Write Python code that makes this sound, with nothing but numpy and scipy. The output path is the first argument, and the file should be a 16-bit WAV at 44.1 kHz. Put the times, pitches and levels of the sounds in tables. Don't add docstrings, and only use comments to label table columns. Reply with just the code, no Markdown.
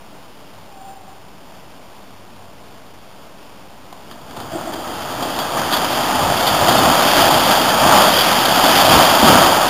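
import sys
import numpy as np
from scipy import signal
from scipy.fft import rfft, irfft, next_fast_len
from scipy.io import wavfile
from scipy.ndimage import map_coordinates

SR = 44100
rng = np.random.default_rng(int(sys.argv[2]) if len(sys.argv) > 2 else 0)


def unload_wav(signal):
    wavfile.write(
        sys.argv[1],
        SR,
        np.round(np.clip(np.atleast_2d(signal).T, -1, 1) * 32767).astype(np.int16),
    )


N = 427329
TIME = np.arange(N) / SR


def amp(db):
    return 10 ** (np.asarray(db) / 20)


def unit(x):
    return x / np.sqrt(np.mean(x ** 2) + 1e-20)


def along(points, hz):
    freqs, values = np.transpose(points)
    return np.interp(np.log(hz + 1), np.log(freqs + 1), values)


def wobble(rate):
    return map_coordinates(rng.standard_normal(int(N * rate / SR) + 4), [TIME * rate])


def swell(centre, half_width):
    return np.exp(-((TIME - centre) / half_width) ** 2)


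def filtered(x, response):
    size = next_fast_len(len(x) + SR // 10)
    return irfft(rfft(x, size) * response(np.fft.rfftfreq(size, 1 / SR)), size)[:len(x)]


def noise(spectrum, size):
    return unit(filtered(rng.standard_normal(size), lambda hz: amp(along(spectrum, hz))))


def add(track, start, sound):
    part = track[round(start * SR):][:len(sound)]
    part += sound[:len(part)]


def burst(spectrum, attack, t60):
    t = np.arange(SR // 2) / SR
    return noise(spectrum, size=len(t)) * (1 - np.exp(-t / attack)) * amp(-60 * t / t60)


def ring(hz, width_hz, t60):
    t = np.arange(SR // 2) / SR
    cluster = filtered(rng.standard_normal(len(t)), lambda f: 1 / (1 + ((f - hz) / width_hz) ** 2))
    return unit(cluster) * (1 - np.exp(-t / .0056)) * amp(-60 * t / t60)


# frequency in Hz, reverberation time in seconds.
STREET_T60 = [(100, 0.41), (1000, 0.84), (4000, 0.3)]

def street(x, wet_db):
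    hz, t, spectra = signal.stft(rng.standard_normal(SR // 2), SR, nperseg=256)
    decay = amp(-60 * t / along(STREET_T60, hz)[:, None])
    _, tail = signal.istft(spectra * decay, SR, nperseg=256)
    return x + amp(wet_db) * signal.fftconvolve(x, tail / np.linalg.norm(tail))[:len(x)]


# frequency in Hz, relative spectral density in dB.
RUSH_SPECTRUM = [(15, -44), (25, -15), (63, -9.5), (93, -12.5), (125, -9), (296, -8), (322, -10),
                 (502, -11), (620, -7.5), (750, -9), (889, -8.5), (1940, -20.5), (3220, -17.5), (3900, -21),
                 (5070, -55), (8580, -120)]

def traffic():
    return amp(-42 + .62 * wobble(rate=12)) * noise(RUSH_SPECTRUM, size=N)


# centre in seconds, half width in seconds, added tone level in dB.
ENGINE_LOADS = [(.6, .1, -49), (1.68, 0.066, -47), (2.322, 0.29, -47), (3.0, .06, -51)]

def diesel_machine(firing_hz=97.6, idle_db=-57.5):
    load = sum(amp(db) * swell(centre, half_width) for centre, half_width, db in ENGINE_LOADS)
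    uneven_hz = firing_hz * (1 + .0266 * wobble(rate=36))
    phase = 2 * np.pi * np.cumsum(uneven_hz) / SR
    exhaust = np.hypot(amp(idle_db), load) * amp(2.1 * wobble(rate=12)) * np.sin(phase)
    overtones = np.sin(2 * phase) + amp(-3.5) * np.sin(3 * phase)
    casing = amp(-54.5 + 1.8 * wobble(rate=8.9)) * overtones
    rush = amp(-10) * load * noise(RUSH_SPECTRUM, size=N)
    return exhaust + casing + rush


def steel_squeal(start_s=.7, loudest_s=.83, end_s=1.25, slip_gap_s=.039):
    rise_db_per_s, fade_db_per_s = 68, 36
    out = np.zeros(N)
    for slip in np.arange(start_s, end_s, slip_gap_s):
        db = -33.3 - max(rise_db_per_s * (loudest_s - slip), fade_db_per_s * (slip - loudest_s))
        hz = rng.normal(785, 16)
        phase = 2 * np.pi * hz * TIME + .5 * wobble(rate=80)
        tone = np.sin(phase) + amp(-22) * np.sin(2 * phase)
        out += amp(db) * swell(slip, half_width=.017) * tone
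    return street(out, wet_db=-10)


# frequency in Hz, half width in Hz, relative level in dB.
ROOF_MODES = [(330, 28, -0.5), (657, 56, 0)]
# start in seconds, relative level in dB.
ROOF_BUCKLES = [(4.514, -23), (4.548, -22), (4.608, -31), (4.648, -23.5), (4.729, -25.5), (4.8, -44),
                (4.86, -27)]

def roof_edge():
    out = np.zeros(N)
    for start, db in ROOF_BUCKLES:
        boom = sum(amp(mode_db) * ring(hz, width, t60=.29) for hz, width, mode_db in ROOF_MODES)
        add(out, start, amp(db - 3) * boom)
    return out


# start in seconds, ring frequency in Hz, relative level in dB.
PANE_BREAKS = [(5.387, 3300, -26), (5.734, 3360, -20), (6.468, 3510, -18), (6.685, 3300, -17),
               (6.765, 3590, -16.5), (8.15, 3270, -19), (8.177, 3310, -12), (8.18, 3070, -17),
               (8.453, 3430, -20)]

def window_panes():
    out = np.zeros(N)
    for start, hz, db in PANE_BREAKS:
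        add(out, start, amp(db + 2) * ring(hz, width_hz=80, t60=.19))
    return out


# frequency in Hz, relative spectral density in dB.
SNAP_SPECTRUM = [(900, -11), (1200, 6.5), (1900, -0.5), (2600, -10), (3200, 7.5), (3600, 2), (4000, -2)]
KNOCK_SPECTRUM = [(80, -22), (170, -7), (280, 8), (440, -17), (620, 2), (810, 3), (1000, 3), (1300, -7),
                  (1800, -19), (3500, -9.5)]
# start in seconds, relative level in dB, knock offset in dB, T60 in seconds.
STONE_CRACKS = [(3.926, -38, 21, .03), (4.1116, -24.5, 0, .085), (4.3086, -26.5, 3, .07),
                (4.365, -32, 15, .1), (4.3997, -23, 1, .07), (4.736, -21, 2, .09), (5.0208, -20, 1, .09),
                (5.2238, -15, 6, .09), (5.3632, -15, -2, .1), (5.3867, -10, 4, .065), (5.7249, -7, -2, .08),
                (5.734, -6, -3, .08), (5.7658, -8.5, -6, .07), (5.8433, -12.5, 0, .07),
                (6.4672, -9.5, 3, .13), (6.6822, -4.5, -3, .13), (7.18, -8, -3, .09), (7.6889, -8, 1, .07),
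                (7.969, -7, 1, .15), (8.4522, -3, -4, .05), (8.6379, -7, 9, .065), (9.2836, 0, -1, .08)]

def stone_cracks():
    out = np.zeros(N)
    for start, db, knock_db, t60 in STONE_CRACKS:
        snap = amp(db - 3) * burst(SNAP_SPECTRUM, attack=.0004, t60=t60)
        knock = amp(db + knock_db - 5) * burst(KNOCK_SPECTRUM, attack=.00089, t60=t60)
        add(out, start, street(snap + knock, wet_db=-10))
    return out


# frequency in Hz, relative spectral density in dB.
BOOM_SPECTRUM = [(25, -20), (60, 0), (120, 4), (220, -17), (600, -50)]
# start in seconds, length of the debris surge in seconds,
# then relative levels in dB of the knock, the bricks and the slabs.
HEAVY_FALLS = [(4.369, .06, -22, -36.5, -40.5), (4.515, .08, -25, -34.5, -41), (4.87, 0.072, -26, -40, -46),
               (5.196, 0.13, -9, -29, -41), (5.553, 0.042, -11, -22.5, -46), (6.152, .02, -1.5, -33, -31),
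               (6.213, 0.11, -19, -28, -26), (6.5, 0.03, -14, -37, -26), (6.61, 0.033, -15, -27, -24.5),
               (6.665, .24, -9, -18.5, -29.5), (7.156, 0.094, -3, -17, -28), (7.267, 0.073, -1, -21.5, -30),
               (7.463, 0.045, -4, -16, -36), (7.815, 0.076, -10, -19.5, -27), (7.912, 0.15, -1, -15, -36),
               (8.888, 0.11, -6, -14, -24), (9.228, 0.092, 6.5, -11.5, -21.5), (9.322, 0.14, 1, -12.5, -30)]

def heavy_falls(t60=.079, cutoff_hz=2200):
    out = np.zeros(N)
    for start, _, knock_db, _, slab_db in HEAVY_FALLS:
        knock = amp(knock_db - 8) * burst(KNOCK_SPECTRUM, attack=.001, t60=t60)
        knock = filtered(knock, lambda hz: 1 / np.hypot(1, (hz / cutoff_hz) ** 2))
        boom = amp(slab_db - 5) * burst(BOOM_SPECTRUM, attack=.0066, t60=2 * t60)
        add(out, start, street(knock + boom, wet_db=-11))
    return out


def debris_surges(rise_s=.012, settle_t60=.4):
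    slab_power, brick_power = np.zeros((2, N))
    for start, length, _, brick_db, slab_db in HEAVY_FALLS:
        rise = np.clip((TIME - start) / rise_s, 0, 1)
        settle = amp(-60 * np.maximum(TIME - start - length, 0) / settle_t60)
        slab_power += (amp(slab_db) * rise * settle) ** 2
        brick_power += (amp(brick_db) * rise * settle) ** 2
    return np.sqrt(slab_power), np.sqrt(brick_power)


COLLAPSE_S = 3.97
# frequency in Hz, relative spectral density in dB.
RUBBLE_SPECTRUM = [(18, -45), (32, -26), (58, -15.5), (150, -9.5), (262, -3), (440, -8.5), (640, 1.5),
                   (810, 2), (1060, -3), (1300, -0.5), (2160, -13), (2820, -11.5), (3200, -5.5),
                   (3900, -12.5)]

def collisions(lo_hz, hi_hz, cycles, spread_db, wash_db, count):
    def colour(f):
        band = 1 / np.sqrt((1 + (f / hi_hz) ** 16) * (1 + (lo_hz / (f + 1)) ** 16))
        return amp(along(RUBBLE_SPECTRUM, f)) * band

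    when, pitch, weight, phase = rng.random((4, count, 1))
    hz = lo_hz * .8 + pitch * (hi_hz * 1.2 - lo_hz * .8)
    samples = np.arange(int(cycles * SR / lo_hz))
    age_cycles = hz * samples / SR
    strength = amp(spread_db * np.minimum(-np.log(1 - weight), 3.5))
    rings = strength * np.sin(2 * np.pi * (age_cycles + phase)) * amp(-60 * age_cycles / cycles)
    first = int(COLLAPSE_S * SR)
    positions = (first + when * (N - first)).astype(int) + samples
    impacts = np.bincount(positions.ravel(), rings.ravel(), N)[:N]
    direct = filtered(impacts, lambda f: colour(f) * np.sqrt(f))
    wash = unit(filtered(rng.standard_normal(N), colour))
    return (direct / np.std(direct[first:]) + amp(wash_db) * wash) / np.hypot(1, amp(wash_db))


# time in seconds, relative brick level in dB, relative grit level in dB.
POUR_LEVELS = [(3.97, -50, -52), (4.21, -41.5, -52.5), (4.61, -30, -42), (5.29, -25, -34.5),
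               (5.8, -18.5, -29.5), (5.93, -19, -27.5), (6.5, -16, -26.5), (6.87, -12.5, -22),
               (7.25, -14, -20.5), (7.79, -14, -23.5), (7.98, -11, -20), (8.19, -14, -21.5),
               (8.48, -14.5, -22.5), (8.77, -11, -17.5), (9.34, -12.5, -21), (9.69, -13, -23.5)]

def avalanche(full_pour_db=-11.5, build_s=.13):
    slabs = collisions(33, 157, cycles=2.6, spread_db=.5, wash_db=9, count=500)
    blocks = collisions(158, 476, cycles=9.7, spread_db=2.5, wash_db=2, count=1600)
    bricks = collisions(466, 1358, cycles=10.4, spread_db=2, wash_db=2.5, count=3500)
    chips = collisions(1485, 2220, cycles=25, spread_db=.5, wash_db=2, count=3500)
    grit = collisions(2315, 3970, cycles=59, spread_db=-1, wash_db=8.5, count=5000)

    times, brick_levels, grit_levels = np.transpose(POUR_LEVELS)
    brick_db = np.interp(TIME, times, brick_levels)
    grit_db = np.interp(TIME, times, grit_levels)
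    slab_db = -33 + .6 * (brick_db - full_pour_db)
    block_db = -22.5 + .79 * (brick_db - full_pour_db)
    chip_db = -4.5 + .39 * brick_db + .61 * grit_db

    slab_surge, brick_surge = debris_surges()
    slabs *= np.hypot(amp(slab_db), slab_surge)
    blocks *= np.hypot(amp(block_db), np.sqrt(slab_surge * brick_surge))
    bricks *= np.hypot(amp(brick_db - 1.5), brick_surge)
    chips *= np.hypot(amp(chip_db), amp(-13) * brick_surge)
    grit *= np.hypot(amp(grit_db + 2.5), amp(-9.5) * brick_surge)
    showers = amp(.55 * wobble(rate=91) + .6 * wobble(rate=6))
    onset = np.clip((TIME - COLLAPSE_S) / build_s, 0, 1)
    return onset * (slabs + blocks + bricks + showers * (chips + grit))


def scene():
    background = traffic() + diesel_machine() + steel_squeal()
    collapse = roof_edge() + window_panes() + stone_cracks() + heavy_falls() + avalanche()
    return (background + collapse)[None]


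def record(dry):
    clock_hz, input_cutoff_hz, output_cutoff_hz = 8000, 4030, 15550
    narrow = filtered(dry[0], lambda hz: 1 / (1 + (hz / input_cutoff_hz) ** 60))
    clipped = np.clip(narrow - .0095, -.95, .95)
    held = np.interp(np.floor(TIME * clock_hz) / clock_hz, TIME, clipped)
    return filtered(held, lambda hz: hz < output_cutoff_hz)[None]


dry = scene()
out = record(dry)
unload_wav(out)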